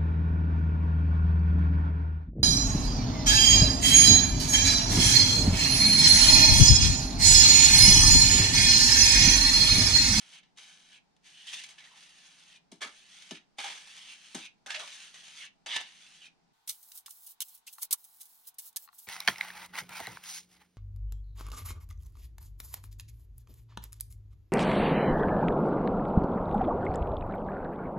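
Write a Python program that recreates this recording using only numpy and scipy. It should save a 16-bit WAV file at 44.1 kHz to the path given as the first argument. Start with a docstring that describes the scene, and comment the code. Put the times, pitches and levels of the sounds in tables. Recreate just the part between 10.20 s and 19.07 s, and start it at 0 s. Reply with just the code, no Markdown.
"""A gritty hiss already under way, then a crunch: a steel trowel works wet render onto a wall in a small stone room.
Random sand grains excite the blade's resonances: the sliding flat hisses and drags, the biting edge crunches.
Air pockets under the blade ring and glide; later come bumps of the tool and small soft knocks.
Heard in stereo: direct sound, a moving echo off the wall just behind the blade, close scatter, a short tail and room air.
From 6.33 s the whole sound is thin, bright and dry, with faint steady tones."""
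import sys
import numpy as np
from scipy import signal
from scipy.fft import rfft, irfft
from scipy.io import wavfile
from scipy.ndimage import map_coordinates

SR = 44100
rng = np.random.default_rng(int(sys.argv[2]) if len(sys.argv) > 2 else 0)


def unload_audio(sound):
    """Save the sound as a 16-bit wav file, at the path given as the first command line argument."""
    columns = np.transpose(np.atleast_2d(sound))
    # keep every value between -1 and 1, then stretch to whole-number steps
    steps = np.round(np.clip(columns, -1, 1) * 32767)
    wavfile.write(sys.argv[1], SR, steps.astype(np.int16))


N = 391166
TIME = np.arange(N) / SR


def from_db(db):
    """Decibels to gain."""
    return 10 ** (np.asarray(db) / 20)


def rms_one(x):
    """Scale to unit rms."""
    return x / np.sqrt(np.mean(x ** 2) + 1e-20)


def through(x, response):
    """Pass a signal through an impulse response."""
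    return signal.fftconvolve(x, response)[:N]


def butter(x, hz, kind):
    """Second-order low- or high-pass."""
    sos = signal.butter(2, min(hz, SR / 2 - 100), kind, fs=SR, output="sos")
    return signal.sosfilt(sos, x)


def curve_filter(points, size=2048):
    """Causal (minimum-phase) response shaped by (Hz, dB) points, scaled to unit energy."""
    hz, db = np.transpose(points)
    grid = np.maximum(np.arange(size // 2 + 1) * SR / size, 1)
    curve_db = np.interp(np.log(grid), np.log(hz), db)
    # fold the cepstrum onto positive times: this gives minimum phase
    cepstrum = irfft(np.log(from_db(curve_db)))
    cepstrum[1:size // 2] *= 2
    cepstrum[size // 2 + 1:] = 0
    response = irfft(np.exp(rfft(cepstrum)))
    return response / np.linalg.norm(response)


def drift(rate):
    """Slow chance with spread 1, from random knots at a rate per second."""
    knots = rng.standard_normal(int(N / SR * rate) + 2)
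    return rms_one(np.interp(TIME * rate, np.arange(len(knots)), knots))


# room air, warm then bright; columns: f/Hz, relative level/dB per Hz
AIR_WARM = [(20, -6.5), (45, -6.5), (100, -13), (170, 4.5), (230, -1.5), (330, -6), (550, -12), (800, -4),
            (1100, -13), (3200, -20), (5000, -18), (9000, -31), (16000, -54)]
AIR_BRIGHT = [(20, -4), (70, -8.5), (190, -3.5), (340, -8), (450, -12), (560, -18), (740, 4.5), (950, 2.5),
              (1300, -3.5), (2500, -8.5), (3800, -4), (5500, -10.5), (16000, -19)]
AIR_WARM_DB, AIR_BRIGHT_DB = -74.5, -76.5


def air(spectrum, width):
    """Steady room background at the microphones: shaped noise with a shared part and an opposed part."""
    mid, side = (through(rng.standard_normal(N), curve_filter(spectrum, size=8192)) for _ in range(2))
    return mid + width * side * np.array([[1], [-1]])


# the blade slides over the render and ends in a flick of the wrist; levels before colouring
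# columns: touch t/s, lift t/s, hiss level at touch/dB, hiss level at lift/dB,
#          flick length/s, flick level/dB, low drag against hiss/dB
STROKES = [(-.05, 0.191, -53.5, -59.5, 0.081, 5, -11), (0.369, .775, -54, -61, 0.086, 5, -13.5),
           (1.034, 1.437, -57, -52.5, 0.19, 6, -39), (1.462, 1.762, -61, -58, 0.083, -4.5, -6),
           (1.763, 2.366, -55.5, -57.5, 0.063, -1, -12.5), (2.61, 3.171, -61.5, -57, 0.43, 2, -17),
           (3.383, 3.937, -49.5, -51.5, 0.089, 3, -15), (3.937, 4.264, -60, -48.5, 0.19, 2, -21.5),
           (4.479, 5.265, -48.5, -55, 0.12, 8, -17), (5.47, 6.069, -65.5, -57, 0.42, 5.5, -17),
           (6.472, 6.784, -58.5, -55, 0.048, 7.5, -22.5), (6.865, 7.12, -57, -49, 0.018, 0.5, -27),
           (7.213, 7.365, -56.5, -55.5, 0.025, 7.5, -26), (7.47, 7.543, -59, -59, 0.023, 10, -33),
           (7.576, 7.658, -51.5, -56.5, 0.018, 13, -21), (7.763, 8.3, -59, -62, 0.039, 14.5, -23),
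           (8.402, 8.489, -53.5, -53.5, 0.045, 3.5, -21.5), (8.57, 8.654, -58.5, -55.5, 0.05, 1.5, -21),
           (8.727, 8.873, -55.5, -58.5, .1, 4.5, -27)]
TOUCH_S = 0.039   # the blade settles onto the render
LIFT_S = 0.011   # time constant of losing contact
WAVER_DB, WAVER_PER_S = 1.8, 14   # unsteadiness of the hand


def pressure():
    """Hiss and drag gains: each stroke makes contact, leans in or eases off evenly, swells in the flick and lets go."""
    hiss, low = np.zeros(N), np.zeros(N)
    for touch, lift, touch_db, lift_db, flick_s, flick_db, drag_db in STROKES:
        span = slice(max(int((touch - TOUCH_S) * SR), 0), int((lift + 10 * LIFT_S) * SR))
        t = TIME[span]
        settling = np.clip((t - touch) / TOUCH_S + .5, 0, 1) ** 2
        contact = settling * np.exp(-np.maximum(t - lift, 0) / LIFT_S)
        flick = np.sin(np.pi * np.clip((lift - t) / flick_s, 0, 1))
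        lean_db = np.interp(t, [touch, lift], [touch_db, lift_db])
        gain = contact * from_db(lean_db + flick_db * flick)
        hiss[span] += gain
        low[span] += gain * from_db(drag_db)
    waver = from_db(WAVER_DB * drift(WAVER_PER_S))
    return hiss * waver, low * waver


def drag_at(s):
    """Low drag against hiss (dB) of the stroke under way, or nearest, at a given moment."""
    return min(STROKES, key=lambda stroke: max(stroke[0] - s, s - stroke[1]))[-1]


def grit(per_s, spread_db, hiss):
    """Sand grains snap under the edge at random, a few far harder than the rest, over the hiss of fine paste."""
    hardness_db = spread_db * np.minimum(rng.exponential(1, N), 4)
    sizes = from_db(hardness_db) * rng.choice([-1, 1], N)
    snaps = sizes * (rng.random(N) < per_s / SR)
    return rms_one(rms_one(snaps) + hiss * rng.standard_normal(N))


# resonances of the steel blade; columns: f/Hz, width/Hz, relative level/dB
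BLADE = [(865, 31, -5.5), (1745, 21, 2), (2170, 140, -1), (2287, 56, 1), (2680, 8, -1.5), (2905, 34, 3),
         (3570, 110, -3), (3860, 28, -12.5), (4500, 59, -16.5), (6240, 190, 0.5), (9100, 33, -21),
         (11050, 110, -3)]


def blade(force, ring_db):
    """The blade passes the scraping on and adds its own damped resonances."""
    out = force.copy()
    for hz, width_hz, db in BLADE:
        r = np.exp(-np.pi * width_hz / SR)   # pole radius
        poles = [1, -2 * r * np.cos(2 * np.pi * hz / SR), r * r]
        band = signal.lfilter([1, 0, -1], poles, force + 1e-18)
        out += from_db(db + ring_db) * (1 - r * r) / 2 * band
    return out


def smear(push, judder_db=0.73):
    """The flat of the blade slides on; the pressure wavers and now and then a coarse grain cracks."""
    force = push * from_db(judder_db * drift(70))
    coarse = from_db(-11) * grit(per_s=160, spread_db=3.0, hiss=0)
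    fine = grit(per_s=7000, spread_db=3.0, hiss=0.61)
    return blade(force * (fine + coarse), ring_db=-16.0)


def drag(push, low_hz=650, high_hz=1400):
    """Coarser grains roll under the blade, lower in pitch."""
    grains = grit(per_s=2200, spread_db=0.0, hiss=.5)
    rolling = butter(butter(grains, low_hz, "high"), high_hz, "low")
    return push * rms_one(butter(rolling, low_hz, "high"))


# as the blade lifts, the gap under it opens and its ring falls; level against lift hiss plus flick
LIFT_FROM_HZ, LIFT_TO_HZ, LIFT_RING_S, LIFT_RING_DB = 3080, 2217, .1, -10.5


def lift_rings(overhang_s=0.029):
    """Every stroke ends in the same falling ring, as strong as its flick."""
    rings = []
    for _, lift, _, lift_db, _, flick_db, _ in STROKES:
        start = lift + overhang_s - LIFT_RING_S
        level_db = lift_db + flick_db + LIFT_RING_DB
        rings.append((start, LIFT_RING_S, LIFT_FROM_HZ, LIFT_TO_HZ, level_db))
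    return rings


# the edge bites into sand; the more it crushes, the more low body and fine sizzle; levels before colouring
# columns: t/s, rise/s, t60/s, level/dB, crush level/dB
BITES = [(.23, .0024, 0.17, -56.5, -23), (.371, .0065, .12, -49.5, 4), (.964, .002, 0.037, -67.5, 8),
         (1.055, 0.014, 0.1, -53.5, 3), (1.268, .002, 0.31, -48.5, 8.5), (1.33, .002, 0.18, -38, 8),
         (1.375, 0.019, 0.39, -58, 13.5), (1.436, .001, 0.12, -48, 10.5), (1.486, .003, 0.11, -53, 9),
         (1.578, .008, 0.091, -48, -8), (1.638, 0.0041, 0.14, -50.5, -6), (1.765, .012, 0.082, -57, 6),
         (2.516, .0011, 0.19, -62, 19), (2.606, .018, 0.21, -37.5, 6.5), (3.109, 0.001, 0.093, -43.5, 6.5),
         (3.15, 0.002, 0.16, -45, -13), (3.383, 0.0026, 0.24, -36.5, 2.5), (3.431, .018, 0.52, -39, 2),
         (4.146, 0.00083, .16, -48.5, 22), (4.186, .006, 0.13, -52, -6), (4.461, 0.00062, 0.14, -46.5, 12),
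         (4.5, 0.0062, 0.083, -29.5, -8), (4.538, .015, 0.12, -29.5, -26),
         (4.591, 0.0063, 0.28, -46.5, 10.5), (4.938, 0.0067, 0.16, -47.5, 4),
         (5.079, 0.0027, 0.064, -48.5, 3), (5.46, 0.0014, 0.16, -39, 5), (5.489, 0.028, 0.45, -32, -15),
         (5.53, 0.022, 0.08, -36.5, -5), (5.561, 0.0027, 0.077, -35, 8.5), (5.6, .01, 0.067, -55.5, 18.5),
         (6.474, .0043, 0.082, -35.5, -4.5), (6.487, 0.0084, 0.13, -33.5, -6),
         (6.717, 0.002, .033, -40.5, -13), (6.86, 0.001, 0.07, -35, -18), (7.062, 0.0077, 0.044, -55.5, 12),
         (7.204, 0.0012, 0.032, -27, -4), (7.215, 0.0077, 0.03, -32, -3.5),
         (7.464, 0.012, 0.09, -40, -13.5), (7.612, 0.019, 0.054, -42.5, 11),
         (7.708, 0.0019, 0.075, -27.5, -5), (7.726, 0.0031, 0.039, -30, 8),
         (7.842, 0.0065, 0.025, -58.5, 2), (7.998, 0.017, 0.089, -49.5, 2), (8.341, .003, .034, -66, 5),
         (8.383, 0.0033, 0.08, -42, 4), (8.527, 0.0017, 0.026, -58, -1), (8.56, .002, 0.047, -36, 0),
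         (8.565, 0.0043, 0.033, -36.5, 2), (8.78, .008, 0.089, -61.5, 14.5)]
BODY_DB, SIZZLE_DB = 0.5, 1.5   # low body and fine sizzle of a hard bite
HARD_BITE_DB, BODY_LOSS = -34, 1   # a softer crush hardly moves the wall: dB of body lost per dB below a hard one
FLAT_DRAG_DB, BODY_FOLLOWS_DRAG = -16.5, 0.78   # drag of a flat blade; held on edge, its bites lose body too


def bites(events, judder_db=1.5, low_hz=130, body_hz=1400, sizzle_hz=6500):
    """Short crunches: force builds as the edge digs in, then lets go."""
    sand = grit(per_s=4500, spread_db=3.0, hiss=0.31) * from_db(judder_db * drift(220))
    body = butter(butter(sand, low_hz, "high"), body_hz, "low")
    middle = -butter(butter(sand, body_hz, "high"), sizzle_hz, "low")
    sizzle = butter(sand, sizzle_hz, "high")
    out = np.zeros(N)
    for s, rise, t60, db, crush_db in events:
        span = slice(int(s * SR), int((s + rise + t60) * SR))
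        age = TIME[span] - TIME[span][0]
        force = np.minimum(age / rise, 1) * from_db(-60 * np.maximum(age - rise, 0) / t60)
        body_db = BODY_DB - BODY_LOSS * max(HARD_BITE_DB - db - crush_db, 0)
        body_db += BODY_FOLLOWS_DRAG * min(drag_at(s) - FLAT_DRAG_DB, 0)
        crushed = from_db(body_db) * body[span] + from_db(SIZZLE_DB) * sizzle[span]
        out[span] += from_db(db) * force * (middle[span] + from_db(crush_db) * crushed)
    return blade(out, ring_db=-1.5)


# small catches on lumps of sand while the blade slides; level against the hiss
CATCHES_PER_S, CATCH_RISE_S, CATCH_T60_S, CATCH_DB, CATCH_CRUSH_DB = 4, 0.002, 0.1, -2.5, 7.5


def catches(push):
    """Small bites at random moments of the strokes, as strong as the blade is pressed."""
    moments = np.flatnonzero((rng.random(N) < CATCHES_PER_S / SR) & (push > 0))
    levels_db = 20 * np.log10(push[moments]) + CATCH_DB
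    return [(s, CATCH_RISE_S, CATCH_T60_S, db, CATCH_CRUSH_DB) for s, db in zip(TIME[moments], levels_db)]


# under a hard push the scrape rings, likely in the gap between blade and wall
# columns: t/s, length/s, from f/Hz, to f/Hz, level/dB before the room
GAPS = [(1.116, 0.14, 2940, 3020, -57.5), (1.266, 0.053, 3080, 3250, -45.5),
        (1.332, 0.025, 2450, 2950, -46.5), (1.567, 0.15, 2470, 1680, -62), (1.7, 0.079, 1070, 800, -65.5),
        (2.615, 0.03, 1840, 1560, -43.5), (2.624, .07, 1200, 1360, -54.5), (3.382, 0.037, 784, 844, -48),
        (3.432, 0.048, 840, 860, -47.5), (3.754, 0.19, 3260, 2700, -56.5), (4.46, 0.12, 1445, 1970, -47.5),
        (4.53, 0.132, 597, 660, -55.5), (4.593, 0.062, 1550, 910, -52.5), (5.195, .07, 2320, 1570, -53.5),
        (5.463, 0.08, 3330, 3370, -42.5), (5.56, .063, 906, 650, -60.5), (7.213, .021, 3550, 2900, -46),
        (7.472, 0.019, 2780, 2700, -52)]


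def gaps(events, width_share=.06):
    """Grit excites the pocket of air under the blade, a resonance that glides with the size of the gap."""
    out, sand = np.zeros(N), grit(per_s=3000, spread_db=1.0, hiss=0.38)
    for s, length, from_hz, to_hz, db in events:
        span = slice(int(s * SR), int((s + length) * SR))
        progress = np.linspace(0, 1, len(TIME[span]))
        glide_hz = from_hz * (to_hz / from_hz) ** progress
        phasor = np.exp(2j * np.pi * np.cumsum(glide_hz) / SR)
        r = np.exp(-np.pi * width_share * from_hz / SR)
        # shift the glide to zero frequency, resonate there, and shift back
        ringing = (signal.lfilter([1], [1, -r], sand[span] / phasor) * phasor).real
        ringing = butter(butter(ringing, 0.68 * from_hz, "high"), 1.64 * from_hz, "low")
        out[span] += from_db(db) * signal.windows.tukey(len(progress), .5) * rms_one(ringing)
    return out


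def wall_echo(x, echo_db, mean_s, travel):
    """The wall right behind the blade sends a reflection whose delay moves with the hand, so the colour keeps shifting."""
    delay_s = mean_s * np.exp(travel * drift(2))
    return x + from_db(echo_db) * map_coordinates(x, [np.arange(N) - delay_s * SR], order=3)


# colours of smear and bite, warm then bright; columns: f/Hz, relative level/dB per Hz
SMEAR_WARM = [(300, -41.5), (700, -18), (1200, -12.5), (1700, -4.5), (2150, -3), (3100, 2), (3900, -1),
              (5200, -5.5), (6300, -4.5), (7300, -10), (9400, -12), (11200, -26), (14500, -38.5),
              (16000, -46)]
BITE_WARM = [(120, -25.5), (300, -11), (650, -3.5), (1200, -3), (1750, -1.5), (2300, -0.5), (3400, 3),
             (4300, -3), (6400, -10.5), (7400, -12), (9400, -16.5), (11300, -31), (14500, -38),
             (16000, -49)]
SMEAR_BRIGHT = [(1000, -47), (2300, -31.5), (3100, -14), (3900, -10), (5500, -8), (9000, -3), (12500, 1),
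                (15800, 1)]
BITE_BRIGHT = [(300, -45), (600, -17.5), (1100, -11.5), (2600, -10), (3050, 0), (5500, -0.5), (7500, 1.5),
               (9000, 6), (11300, 4.5), (13000, 6.5), (15800, 1.5)]


def coloured(sides, spectrum):
    """Filter both sides to the same colour."""
    return np.array([through(x, curve_filter(spectrum)) for x in sides])


# where the tool is heard, warm then bright; columns: f/Hz, left minus right level/dB before scaling to unit energy
BALANCE_WARM = [(200, 4), (700, 4.5), (1400, -3), (2800, -2.1), (4500, 2), (6500, 9.5), (9000, -11),
                (15000, 4)]
BALANCE_BRIGHT = [(1000, 0), (3000, -7), (5500, -6), (9000, -9), (14000, -6)]


def room(x, balance, near_db, near_t60, tail_db, tail_t60, wall_hz):
    """Direct sound, sideways scatter from close surfaces, and a short, duller tail whose lows both sides share."""
    age, sides = TIME[:SR // 2], []
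    scatter = rng.standard_normal(len(age)) * from_db(-60 * age / near_t60) * (age > .0005)
    near = butter(scatter, 800, "high")
    near /= np.linalg.norm(near)
    shared = butter(rng.standard_normal(len(age)), 500, "low")
    for sign in (1, -1):   # left, right
        own = butter(rng.standard_normal(len(age)), 600, "high")
        decay = from_db(-60 * age / tail_t60) * (age > .004)
        tail = butter((shared + own) * decay, wall_hz, "low")
        tail /= np.linalg.norm(tail)
        response = sign * from_db(near_db) * near + from_db(tail_db) * tail
        response[0] += 1   # direct sound
        facing = curve_filter([(hz, sign * db / 2) for hz, db in balance])
        sides.append(through(x[len(sides)], signal.fftconvolve(response, facing)))
    return np.array(sides)


# the tool bumps the wall; columns: t/s, relative level/dB
BUMPS = [(2.52, -42), (2.653, -49), (3.112, -35), (4.148, -33.5)]
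# the tool in the hand, when bumped; columns: f/Hz, relative level/dB, t60/s
BUMP_MODES = [(156, -6.5, 0.066), (177, 2, 0.047), (216, 4, 0.04), (284.6, -5.5, 0.072), (334.5, -8, 0.12),
              (407, -12, 0.084), (527, -16, 0.024), (660, -10.5, 0.068), (908, -12, 0.045)]
# small soft knocks, likely crumbs of mortar landing; columns: t/s, relative level/dB
CRUMBS = [(6.88, -41), (7.583, -35.5), (7.74, -36), (8.676, -43), (8.688, -40), (8.729, -47.5)]
# modes rung by those small knocks; columns: f/Hz, relative level/dB, t60/s
CRUMB_MODES = [(867, -7, 0.032), (976, -2, 0.011), (1120, 1, 0.018), (1375, -6, 0.036), (1840, -6, 0.016),
               (2700, -11, 0.013), (4230, -3, 0.0087)]


def knocks(events, modes, low_hz, contact_hz):
    """Soft contacts ring a set of damped modes, a little differently each time; a small body radiates no deep bass."""
    out, age = np.zeros(N), TIME[:SR // 2]
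    hz, mode_db, t60 = np.transpose(modes)[:, :, None]
    signs = (-1) ** np.arange(len(modes))[:, None]
    rings = signs * np.sin(2 * np.pi * hz * age) * np.exp(-np.log(1000) * age / t60)
    for s, db in events:
        part = out[int(s * SR):][:len(age)]   # a view: adding to it adds to out
        gains = from_db(db + mode_db + rng.standard_normal(hz.shape))
        part += (gains * rings).sum(0)[:len(part)]
    softened = butter(out + 1e-18, contact_hz, "low")
    return butter(butter(softened, low_hz, "high"), low_hz, "high")


# faint steady tones in the bright part; columns: f/Hz, rms level/dB
HUM = [(452, -97), (899, -87.5), (1120, -91.5), (1502, -91.5)]


def hum():
    """Thin steady tones, each a pure sine."""
    return sum(from_db(db) * np.sqrt(2) * np.sin(2 * np.pi * hz * TIME) for hz, db in HUM)


TURN_S = 6.33   # middle of the turn from warm to bright


def scene():
    """The same work throughout, first warm and roomy, then bright and dry."""
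    push, low_push = pressure()
    slide = smear(push) + gaps(lift_rings(), width_share=0.17)
    crunch = bites(list(BITES) + catches(push))
    # each side catches the wall's reflection over a path of its own
    sliding = [wall_echo(slide, echo_db=-9, mean_s=.0011, travel=.3) for _ in range(2)]
    crunching = [wall_echo(crunch, echo_db=-9, mean_s=.0011, travel=.3) for _ in range(2)]

    bumps = knocks(BUMPS, BUMP_MODES, low_hz=139, contact_hz=1320)
    crumbs = from_db(-7) * knocks(CRUMBS, CRUMB_MODES, low_hz=680, contact_hz=5130)
    body = bumps + crumbs + from_db(-5.5) * drag(low_push) + gaps(GAPS)

    warm = from_db(-2.5) * coloured(sliding, SMEAR_WARM) + from_db(-5.0) * coloured(crunching, BITE_WARM)
    bright = from_db(-1.0) * coloured(sliding, SMEAR_BRIGHT) + from_db(-1.5) * coloured(crunching, BITE_BRIGHT)
    warm = room(warm + body, BALANCE_WARM, near_db=-6.0, near_t60=0.0064,
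                tail_db=-12.0, tail_t60=0.2, wall_hz=4700)
    bright = room(bright + body, BALANCE_BRIGHT, near_db=-5.0, near_t60=0.0033,
                  tail_db=-13, tail_t60=0.039, wall_hz=9050)
    warm = warm + from_db(AIR_WARM_DB) * air(AIR_WARM, width=1.0)
    bright = bright + from_db(AIR_BRIGHT_DB) * air(AIR_BRIGHT, width=1.0) + hum()

    turn = np.clip((TIME - TURN_S) / 0.011 + .5, 0, 1)   # an 11 ms crossfade
    return (1 - turn) * warm + turn * bright


CUTOFF_HZ = 15950


def record(dry):
    """The top is cut steeply by an elliptic low-pass."""
    return signal.sosfilt(signal.ellip(10, .1, 80, CUTOFF_HZ, fs=SR, output="sos"), dry)


dry = scene()
out = record(dry)
unload_audio(out)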